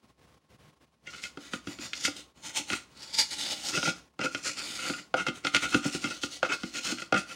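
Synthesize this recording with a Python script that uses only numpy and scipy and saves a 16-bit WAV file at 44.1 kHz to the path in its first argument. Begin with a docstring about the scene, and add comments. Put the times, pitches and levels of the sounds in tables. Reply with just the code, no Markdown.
"""In a small room, a scouring pad held in scissors scrubs the inside of a hollow dried gourd.
The gourd is first turned in the hand: skin slides, as gritty noise, on the dry outside.
Then the pad hisses to and fro: bursts of fibre noise ring in the cavity and in a gliding air pocket.
The steel blades rasp on the rim of the hole, where stick-slip noise drives the shell's modes,
and knock against the hard shell, each blow a burst of ringing modes and short woody noise."""
import sys
import numpy as np
from scipy import signal
from scipy.fft import rfft, irfft, next_fast_len
from scipy.io import wavfile
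from scipy.ndimage import uniform_filter1d, map_coordinates

SR = 44100
rng = np.random.default_rng(int(sys.argv[2]) if len(sys.argv) > 2 else 0)


def bounce(signal):
    """Save signal as a 16-bit WAV file at the path given by the first command-line argument."""
    frames = np.transpose(np.atleast_2d(signal))
    limited = np.clip(frames, -1, 1)
    pcm = np.round(limited * 32767).astype(np.int16)
    wavfile.write(sys.argv[1], SR, pcm)


N = 324135

# All levels are relative: each layer has a further gain where it is mixed.
# spectrum of the still air: [f/Hz, level/dB per Hz]
STILL_AIR = [(15, -37), (25, -27), (157, -4.5), (955, -16), (1320, -18), (1470, -21), (3130, -23),
             (4210, -25), (5230, -25.5), (7830, -31.5), (11100, -33.5), (13400, -50), (15800, -31.5)]
# steady hum tones: [f/Hz, level/dB rms]
HUM_TONES = [(60, -72.5), (68, -71.5), (1080, -74.5)]
# decay of the room by pitch: [f/Hz, t60/s]
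ROOM_DECAY = [(150, 0.23), (1500, 0.31), (6000, 0.31), (14000, 0.23)]
# the hand sliding over the gourd: [middle t/s, held t/s, level/dB]
HAND_SLIDES = [(.08, .06, -68.5), (.28, 0.14, -66), (.53, 0.038, -63), (.65, 0.079, -62),
               (.83, 0.029, -65.5), (1.04, 0.018, -67)]
# spectrum of skin on the dry outside: [f/Hz, level/dB per Hz]
SKIN_COLOUR = [(59, -25), (100, 6.5), (205, -5), (238, -13), (327, -4), (422, -21), (500, -7.5),
               (905, -16.5), (1050, -16.5), (2020, -13.5), (15800, -36.5)]
# ringing modes of the gourd's shell: [f/Hz, peak level/dB, t60/s]
SHELL_MODES = [(130, -13, 0.044), (180, -9.5, 0.078), (199, -15.5, 0.13), (251, -13.5, 0.16),
               (288.4, -5.5, 0.12), (329.5, -9.5, 0.12), (390, -14, 0.042), (469, -23, 0.083),
               (517.7, -8, 0.11), (590, -13.5, 0.088), (683, -27, 0.081), (687, -30.5, 0.024),
               (774, -17.5, 0.13), (865, -19.5, 0.063), (1229, -10.5, 0.25), (1363.3, 4, 0.047),
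               (1383, 1.5, 0.05), (1428.5, 5, 0.071), (1530, -12.5, 0.039), (2000, -3, 0.018),
               (2120, -3, 0.058), (2110, -9.5, 0.13), (2250, -9, 0.027), (2582, 0, 0.054),
               (2686, -11, 0.091), (2790, -3, 0.03), (3020, -6.5, 0.039), (3227, -4.5, 0.063),
               (4300, -18, 0.21), (5320, -17.5, 0.051)]
# the scissors striking the shell: [t/s, level/dB, hardness/dB (padded below 0, bare steel above),
# squareness (0 glancing, 1 head-on)]
KNOCK_EVENTS = [(1.238, -47, 14, 0), (1.373, -41.5, -3, 0.49), (1.535, -32.5, 1.5, 0.41),
                (1.672, -34.5, -3.5, 0.049), (1.787, -41, -2, 0), (1.933, -41, 12, 0),
                (2.051, -31.5, 9.5, 0), (2.079, -39, -5, 0.73), (2.594, -41.5, -3, 0),
                (2.702, -32.5, 3.5, 0.26), (2.732, -31.5, 3.5, 0.054), (3.829, -33.5, 4, 0.58),
                (3.875, -33.5, -7, 0.76), (4.192, -35.5, -1.5, 0.65), (4.348, -32, 4, 0.34),
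                (4.898, -30, -1, 0.4), (5.141, -31.5, 3, 1), (5.266, -41.5, 14, 0.84),
                (5.284, -29, -0.5, 0.32), (5.449, -33, 6, 0.53), (5.469, -30, 7.5, 0.31),
                (5.547, -25.5, 9, 0.34), (5.565, -28.5, 10.5, 0.056), (5.745, -19.5, -2, 0.32),
                (5.854, -30, -7.5, 0.5), (5.949, -31.5, -2.5, 0.058), (6.042, -27.5, .5, 0.22),
                (6.235, -30, 1, 0.31), (6.429, -31.5, 6.5, 0.96), (6.634, -31.5, -2, 0.18),
                (6.921, -32.5, -4, 0.33), (7.02, -38, 5.5, 0.37), (7.124, -25.5, 1.5, 0.79),
                (7.142, -27.5, 0.5, 0.53)]
# registers of a blow, from thump to clack: [low f/Hz, high f/Hz, nominal t60/s, noise share (ratio)]
BLOW_REGISTERS = [(104, 360, 0.089, 0.54), (415, 870, 0.037, 1.1), (1177, 1550, 0.047, 0.29),
                  (1820, 4540, 0.057, 0.84)]
# how each register answers a blow: [level/dB, dB per dB of hardness, dB gained head-on]
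REGISTER_ANSWER = [(0.5, -1, 1), (-16, 0, 30.5), (-3.5, .5, 14), (-1, 1, -2)]
# the tool dragging on the rim: [middle t/s, held t/s, level/dB]
RIM_SCRAPES = [(1.08, 0.015, -48), (1.141, 0.013, -48.5), (1.188, .008, -52.5), (1.246, 0.0072, -45.5),
               (2.064, 0.021, -40), (2.728, 0.0096, -34.5), (3.749, 0.029, -33), (3.774, 0.0033, -24.5),
               (3.876, 0.033, -29), (4.213, 0.0031, -26.5), (4.244, 0.013, -26.5), (4.473, 0.027, -36.5),
               (4.598, 0.037, -44.5), (4.828, 0.071, -42.5), (4.873, 0.0022, -38), (4.937, .002, -38.5),
               (4.988, 0.0017, -42.5), (5.194, 0.029, -31.5), (5.28, 0.021, -36), (5.452, .002, -29.5),
               (5.553, 0.012, -26), (5.64, .01, -27), (5.737, 0.013, -28.5), (5.858, 0.046, -44),
               (6.056, 0.028, -36), (6.111, 0.0035, -36.5), (6.449, 0.008, -31.5), (6.517, 0.033, -30.5),
               (6.768, 0.04, -42), (6.884, 0.05, -38.5), (6.986, 0.014, -45), (7.164, 0.026, -26.5),
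               (7.308, 0.015, -46)]
# spectrum of the rasping edge and of a knock's crack: [f/Hz, level/dB per Hz]
RASP_COLOUR = [(60, -9.5), (150, 0), (600, -6), (1000, -24), (1900, 4.5), (2800, 5), (4000, -1), (6000, 0),
               (8500, -12.5), (12000, -29), (15800, -48)]
# the upper mode driven hardest climbs with the steel's force: [scrape level/dB, f/Hz]
FAVOURED_MODE = [(-46, 1700), (-37.5, 2580)]
# strokes of the pad on the inner wall: [middle t/s, held t/s, level/dB]
PAD_STROKES = [(1.145, 0.079, -53), (1.246, 0.018, -44.5), (1.45, 0.072, -53), (1.541, 0.024, -46),
               (1.703, 0.051, -50.5), (1.839, 0.038, -43), (1.965, 0.021, -43), (2.01, 0.009, -37.5),
               (2.054, 0.0058, -26), (2.13, .01, -57), (2.183, .03, -47), (2.385, 0.025, -60.5),
               (2.458, 0.018, -39.5), (2.5, 0.009, -48), (2.576, 0.012, -27), (2.733, 0.059, -39.5),
               (2.94, .04, -65), (3.055, 0.094, -50.5), (3.146, .004, -32), (3.2, .018, -24.5),
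               (3.325, .025, -37), (3.41, 0.048, -36), (3.52, .11, -38.5), (3.675, 0.058, -33.5),
               (3.77, 0.032, -36.5), (3.865, .04, -34), (3.975, 0.036, -60), (4.247, 0.005, -36),
               (4.355, 0.047, -46.5), (4.473, 0.041, -34), (4.598, .03, -37), (4.765, 0.25, -40),
               (4.985, 0.023, -49), (5.195, 0.035, -45.5), (5.279, .01, -45.5), (5.363, 0.026, -50),
               (5.473, 0.012, -42.5), (5.557, 0.0058, -30.5), (5.641, 0.025, -37), (5.733, 0.063, -38.5),
               (5.865, 0.032, -39.5), (5.945, 0.016, -36), (6.09, 0.11, -43), (6.235, 0.0042, -35),
               (6.324, 0.021, -40), (6.369, .003, -42.5), (6.461, .012, -47.5), (6.535, .004, -35),
               (6.65, 0.092, -52), (6.766, 0.027, -39), (6.883, 0.068, -36), (7.011, 0.029, -48),
               (7.185, .012, -38), (7.31, 0.046, -51)]
# how hard the pad leans on the wall: [t/s, hollow body level/dB]
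PAD_LEAN = [(1.15, -10), (1.5, -0.5), (1.85, 8), (2.05, -5.5), (2.5, 1), (3.3, -3), (4.25, 1.5),
            (4.6, -1.5), (5.2, -1), (6.15, 3), (6.4, -9), (6.9, -0.5)]
# spectrum of the flicking fibres: [f/Hz, level/dB per Hz]
FIBRE_COLOUR = [(1000, -21.5), (1700, -10.5), (2300, -3), (3200, -2), (4700, -0.5), (6700, -2.5),
                (7800, -7), (8800, -8.5), (10000, -14), (11500, -21.5), (13000, -29), (15800, -28)]
# spectrum of the hollow body under the pressing pad: [f/Hz, level/dB per Hz]
HOLLOW_COLOUR = [(40, -36.5), (100, -2.5), (280, 1), (430, -5.5), (800, -9.5), (1050, -9.5), (1450, -3),
                 (2200, -18), (4000, -28)]
# air resonances of the cavity: [f/Hz, peak level/dB, t60/s]
CAVITY_MODES = [(299.3, 4, 0.13), (543, -4, 0.038), (1391, -0.5, 0.038), (1973, -1.5, 0.036),
                (2256, 0, 0.099), (2516, 1, 0.078), (2933, -1, 0.045), (3584, -0.5, 0.053),
                (4480, -4.5, 0.03), (6500, -6, 0.011), (7060, -2, .035)]
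# gliding air pocket between pad and wall: [t/s, f/Hz, level/dB]
AIR_POCKET = [(1.5, 820, -46), (2.45, 882, -5), (2.75, 850, -8.5), (3.15, 904, -8.5), (3.4, 830, -10),
              (3.68, 803, -10), (4.0, 780, -35), (4.602, 905, -27), (4.9, 724, -9), (6.3, 765, -19),
              (6.85, 725, -16), (7.3, 730, -13)]

# time scales of attack and release, before the easing below
SLIDE_RISE_S, SLIDE_FALL_S = 0.0098, 0.0078
STROKE_RISE_S, STROKE_FALL_S = 0.0098, 0.019
SCRAPE_RISE_S, SCRAPE_FALL_S = 0.0071, 0.0098
# seconds of rise and fall added per second held: long movements are gentler, steel bites more abruptly
EASE, SCRAPE_EASE = 0.22, 0.09
STOP_S = 0.12  # a movement is at rest this long outside its hold
UNEVEN_DB, UNEVEN_PER_S = 1.79, 36  # the pad's effort wavers within a stroke
# slow strokes sound hollow, fast ones skim: hollow gain at a middling level, dB lost per dB above it
MIDDLING_STROKE_DB, HOLLOW_DB, HOLLOW_LOSS = -41, 2.5, 0.56
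# light drags are bright, heavy ones dull: brightness at a middling level, dB lost per dB above it
MIDDLING_SCRAPE_DB, BRIGHT_DB, BRIGHT_LOSS = -32.5, 3, 0.31
SCRAPE_BODY_DB, SCRAPE_RING_DB = -7.5, -0.5  # the shell's low modes and nasal ring in every scrape
FAVOUR_DB, FAVOUR_WIDTH_HZ = 7.5, 46
THUMP_HZ, THUMP_SCATTER_HZ = 307, 8.3  # the low mode under the point of contact
# noise gate: opens on a treble band's level, cuts so many dB per dB below it, down to a limit
GATE_BAND_HZ, GATE_OPEN_DB = (1300, 4700), -68
GATE_SLOPE, GATE_DEPTH_DB, GATE_S = 7.5, 12, 0.015
TOP_HZ = 15830


def amp(db):
    """Decibels to linear gain."""
    return 10 ** (np.asarray(db) / 20)


def unit(x):
    """Scale to rms 1."""
    return x / np.sqrt(np.mean(x ** 2) + 1e-20)


def along(points, hz):
    """Interpolate (Hz, value) points on a log frequency axis."""
    f, v = np.transpose(points)
    return np.interp(np.log(hz + 1), np.log(f), v)


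def fade(t, t60):
    """Exponential decay, 60 dB down at t60."""
    return np.exp(-np.log(1000) * t / t60)


def wobble(rate):
    """A smooth random curve, rate knots a second."""
    knots = rng.standard_normal(int(N * rate / SR) + 4)
    return map_coordinates(knots, [np.arange(N) * rate / SR])


def coloured(x, spectrum):
    """Filter x through a spectrum that keeps the power of white noise."""
    size = next_fast_len(N + 8192)
    gain = unit(amp(along(spectrum, np.fft.rfftfreq(size, 1 / SR))))
    return irfft(rfft(x, size) * gain, size)[:N]


def resonator(modes):
    """Impulse responses, one mode a row, of joint energy 1; a soft contact rounds the onset."""
    t = np.arange(SR // 6) / SR
    rows = np.array([amp(db) / t60 * fade(t, t60) * np.cos(2 * np.pi * hz * t) for hz, db, t60 in modes])
    rows = rows * (1 - fade(t, 0.0022))
    return rows / np.linalg.norm(rows.sum(0))


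def through(x, response):
    """Ring a response with x."""
    return signal.fftconvolve(x, response)[:N]


def grit(rate, smooth):
    """Tiny catches of random size, rate a second, on a smooth rub; rms 1."""
    catches = (rng.random(N) < rate / SR) * rng.standard_normal(N)
    return unit(unit(catches) + smooth * rng.standard_normal(N))


def swell(u, held, rise, fall, shape, ease):
    """A movement's level, u seconds from its middle: attack, hold, release, rest."""
    outside = np.maximum(np.abs(u) - held / 2, 0)
    moving = np.clip(1 - (outside / STOP_S) ** 4, 0, 1)
    scale = np.where(u < 0, rise, fall) + ease * held
    return moving * np.exp(-(outside / scale) ** shape)


def around(s):
    """Sample indices of the third of a second on each side of a moment."""
    middle, reach = int(s * SR), SR // 3
    return np.arange(max(0, middle - reach), min(N, middle + reach))


def movements(rows, rise, fall, shape):
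    """The level of a series of movements; overlapping ones add in power."""
    power = np.zeros(N)
    for s, held, db in rows:
        i = around(s)
        power[i] += (amp(db) * swell(i / SR - s, held, rise, fall, shape, EASE)) ** 2
    return np.sqrt(power)


def shifting(x, depth_db):
    """Broad peaks and hollows of colour that drift as the contact point moves."""
    z = signal.stft(x, nperseg=512)[2]
    field = rng.standard_normal(z.shape)
    for _ in range(2):
        field = uniform_filter1d(field, size=5, axis=0)  # across frequency
        field = uniform_filter1d(field, size=18, axis=1)  # across time
    return signal.istft(z * amp(depth_db * unit(field)))[1][:N]


def hollowed(x, share, t60):
    """Part of the sound bounces round the cavity before it leaves; the paths change as the tool moves."""
    t = np.arange(SR // 6) / SR
    paths = rng.standard_normal(size=(5, len(t))) * fade(t, t60)
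    blend = np.array([wobble(4) for _ in paths])
    blend /= np.linalg.norm(blend, axis=0)
    echoes = sum(weight * through(x, path / np.linalg.norm(path)) for weight, path in zip(blend, paths))
    return (x + share * echoes) / np.hypot(1, share)


def background():
    """Still air as coloured noise, and a faint hum whose phase wanders slightly."""
    t = np.arange(N) / SR
    hum = np.zeros(N)
    for hz, db in HUM_TONES:
        hum += amp(db) * np.sqrt(2) * np.sin(2 * np.pi * hz * t + 1.2 * wobble(8.2))
    return hum + amp(-62.0) * coloured(rng.standard_normal(N), STILL_AIR)


def room(x):
    """A short diffuse tail that dies sooner in the treble than in the middle."""
    hz, t, z = signal.stft(rng.standard_normal(SR // 2), SR, nperseg=256)
    tail = signal.istft(z * fade(t, along(ROOM_DECAY, hz)[:, None]), SR)[1]
    tail = np.pad(tail, (int(0.006 * SR), 0))  # 6 ms before the first reflections
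    return through(x, tail / np.linalg.norm(tail))


def hand():
    """Skin slides on the dry outside as the gourd is turned: gritty friction noise in slow swells."""
    level = movements(HAND_SLIDES, SLIDE_RISE_S, SLIDE_FALL_S, shape=2.4) * amp(0.67 * wobble(75.7))
    return level * coloured(grit(rate=2100, smooth=0.91), SKIN_COLOUR)


def blow_register(t, register, favoured_hz):
    """One register of a blow: the shell modes in its band, over band-limited woody noise."""
    low_hz, high_hz, life, noisy = register
    ring = np.zeros(len(t))
    for hz, level, t60 in SHELL_MODES:
        if low_hz < hz < high_hz:
            # the mode that moves most at the point of contact rings loudest
            favour_db = 9 * np.exp(-((hz - favoured_hz) / 20) ** 2)
            gain = amp(level + favour_db + rng.normal(0, 1.86)) * rng.choice([-1, 1])
            # struck modes die a little sooner than the table's t60
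            ring += gain * fade(t, t60 * 0.87) * np.sin(2 * np.pi * hz * t)
    ring = ring * (1 - np.exp(-t * high_hz / 0.66))  # low registers take longer to build up
    band = signal.butter(3, [low_hz, high_hz], "bandpass", fs=SR, output="sos")
    wood = signal.sosfilt(band, rng.standard_normal(len(t)) * fade(t, life * 0.75))
    return unit(unit(ring) + noisy * unit(wood)) * np.sqrt(np.mean(fade(t, life) ** 2))


def knocks():
    """Steel strikes the shell; the blow's hardness and angle balance the registers from thump to clack."""
    t = np.arange(SR // 3) / SR
    out, cracks = np.zeros(N + SR), np.zeros(N + SR)
    for s, blow_db, hardness_db, squareness in KNOCK_EVENTS:
        levels_db = [blow_db + db + tilt * hardness_db + head_on_db * squareness
                     for db, tilt, head_on_db in REGISTER_ANSWER]
        favoured_hz = THUMP_HZ + THUMP_SCATTER_HZ * rng.standard_normal()
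        start = round(s * SR)
        span = slice(start, start + len(t))
        for db, register in zip(levels_db, BLOW_REGISTERS):
            out[span] += amp(db) * blow_register(t, register, favoured_hz)
        # the first contact cracks briefly
        cracks[span] += amp(levels_db[-1] + 1.0) * fade(t, 0.018) * rng.standard_normal(len(t))
    return out[:N] + coloured(cracks[:N], RASP_COLOUR)


def blades():
    """The tool sticks and slips on the rim and drives the shell; each contact weights the modes anew."""
    slips = grit(rate=900, smooth=0.5) * amp(wobble(170))
    modes, mode_hz = resonator(SHELL_MODES), np.array(SHELL_MODES)[:, 0]
    lower, upper = mode_hz < BLOW_REGISTERS[1][1], mode_hz > BLOW_REGISTERS[-1][0]
    groups = (lower, ~lower & ~upper, upper)
    ring, edge = np.zeros(N + SR), np.zeros(N)
    for s, held, db in RIM_SCRAPES:
        i = around(s)
        envelope = swell(i / SR - s, held, SCRAPE_RISE_S, SCRAPE_FALL_S, shape=1.17, ease=SCRAPE_EASE)
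        force = amp(db) * envelope
        bright_db = BRIGHT_DB - BRIGHT_LOSS * (db - MIDDLING_SCRAPE_DB)
        favoured_hz = np.interp(db, *np.transpose(FAVOURED_MODE))
        favour_db = FAVOUR_DB * np.exp(-((mode_hz - favoured_hz) / FAVOUR_WIDTH_HZ) ** 2)
        scatter_db = rng.normal(0, 3.5, len(SHELL_MODES))
        weights = amp(favour_db + scatter_db) * rng.choice([-1, 1], len(SHELL_MODES))
        parts = [(weights * group) @ modes for group in groups]
        body, nasal, high = [part / np.linalg.norm(part) for part in parts]
        response = amp(SCRAPE_BODY_DB) * body + amp(SCRAPE_RING_DB) * nasal + amp(bright_db - 6.0) * high
        sound = signal.fftconvolve(force * slips[i], response)
        ring[i[0]:i[0] + len(sound)] += sound
        edge[i] += force * amp(bright_db)
    rasp = hollowed(coloured(edge * slips, RASP_COLOUR), share=0.65, t60=0.055)
    return ring[:N] + amp(-10.5) * shifting(rasp, depth_db=1.5)


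def effort():
    """Speed and pressure of the pad: the faster the stroke, the smaller the share of pressure."""
    pressed = [(s, held, db + HOLLOW_DB - HOLLOW_LOSS * (db - MIDDLING_STROKE_DB))
               for s, held, db in PAD_STROKES]
    uneven = amp(UNEVEN_DB * wobble(UNEVEN_PER_S))
    speed = uneven * movements(PAD_STROKES, STROKE_RISE_S, STROKE_FALL_S, shape=1.02)
    pressure = uneven * movements(pressed, STROKE_RISE_S, STROKE_FALL_S, shape=1.02)
    lean_db = np.interp(np.arange(N) / SR, *np.transpose(PAD_LEAN))
    return speed, pressure * amp(lean_db)


def pocket(x, width_hz):
    """A gliding resonance: the pitch of the trapped air follows the pad's place on the wall."""
    hz, t, z = signal.stft(x, SR, nperseg=1024)
    s, pitch, db = np.transpose(AIR_POCKET)
    peak = 1 / (1 + ((hz[:, None] - np.interp(t, s, pitch)) / width_hz) ** 2)
    return signal.istft(z * unit(peak) * amp(np.interp(t, s, db)), SR)[1][:N]


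def pad():
    """Fibres flick over the inner wall; the hiss rings in the cavity, hollower when the pad presses."""
    speed, pressure = effort()
    flicks = grit(rate=2200, smooth=0.93) * amp(wobble(140))
    hiss = amp(-0.28) * hollowed(coloured(speed * flicks, FIBRE_COLOUR), share=0.48, t60=0.013)
    cavity_drive = np.sqrt(speed * pressure) * grit(rate=2400, smooth=0.94)
    cavity = amp(-8.5) * through(cavity_drive, resonator(CAVITY_MODES).sum(0))
    body = amp(-14.5) * coloured(pressure * grit(rate=1200, smooth=0.45), HOLLOW_COLOUR)
    air = amp(-6.5) * pocket(speed * grit(rate=2200, smooth=0.98), width_hz=53)
    return shifting(hiss + cavity + body, depth_db=1.5) + air


def scene():
    """The gourd's sounds, their room tail and the still room beneath."""
    gourd = hand() + pad() + blades() + knocks()
    return (gourd + amp(-12.5) * room(gourd) + background())[None]


def gated(x):
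    """A noise gate turns the whole sound down when its treble band falls below the opening level."""
    window = int(GATE_S * SR)
    band = signal.sosfilt(signal.butter(2, GATE_BAND_HZ, "bandpass", fs=SR, output="sos"), x)
    level_db = 10 * np.log10(np.abs(uniform_filter1d(band ** 2, window)) + 1e-20)
    cut_db = np.clip(GATE_SLOPE * (GATE_OPEN_DB - level_db), 0, GATE_DEPTH_DB)
    return x * amp(-uniform_filter1d(cut_db, window))


def record(dry):
    """The recorder gates the pauses, the small microphone loses deep bass, and the top is cut sharply."""
    size = next_fast_len(N + 8192)
    thin = signal.sosfilt(signal.butter(4, 58, "highpass", fs=SR, output="sos"), gated(dry))
    kept = np.fft.rfftfreq(size, 1 / SR) < TOP_HZ
    return irfft(rfft(thin, size) * kept, size)[:, :N]


dry = scene()
out = record(dry)
bounce(out)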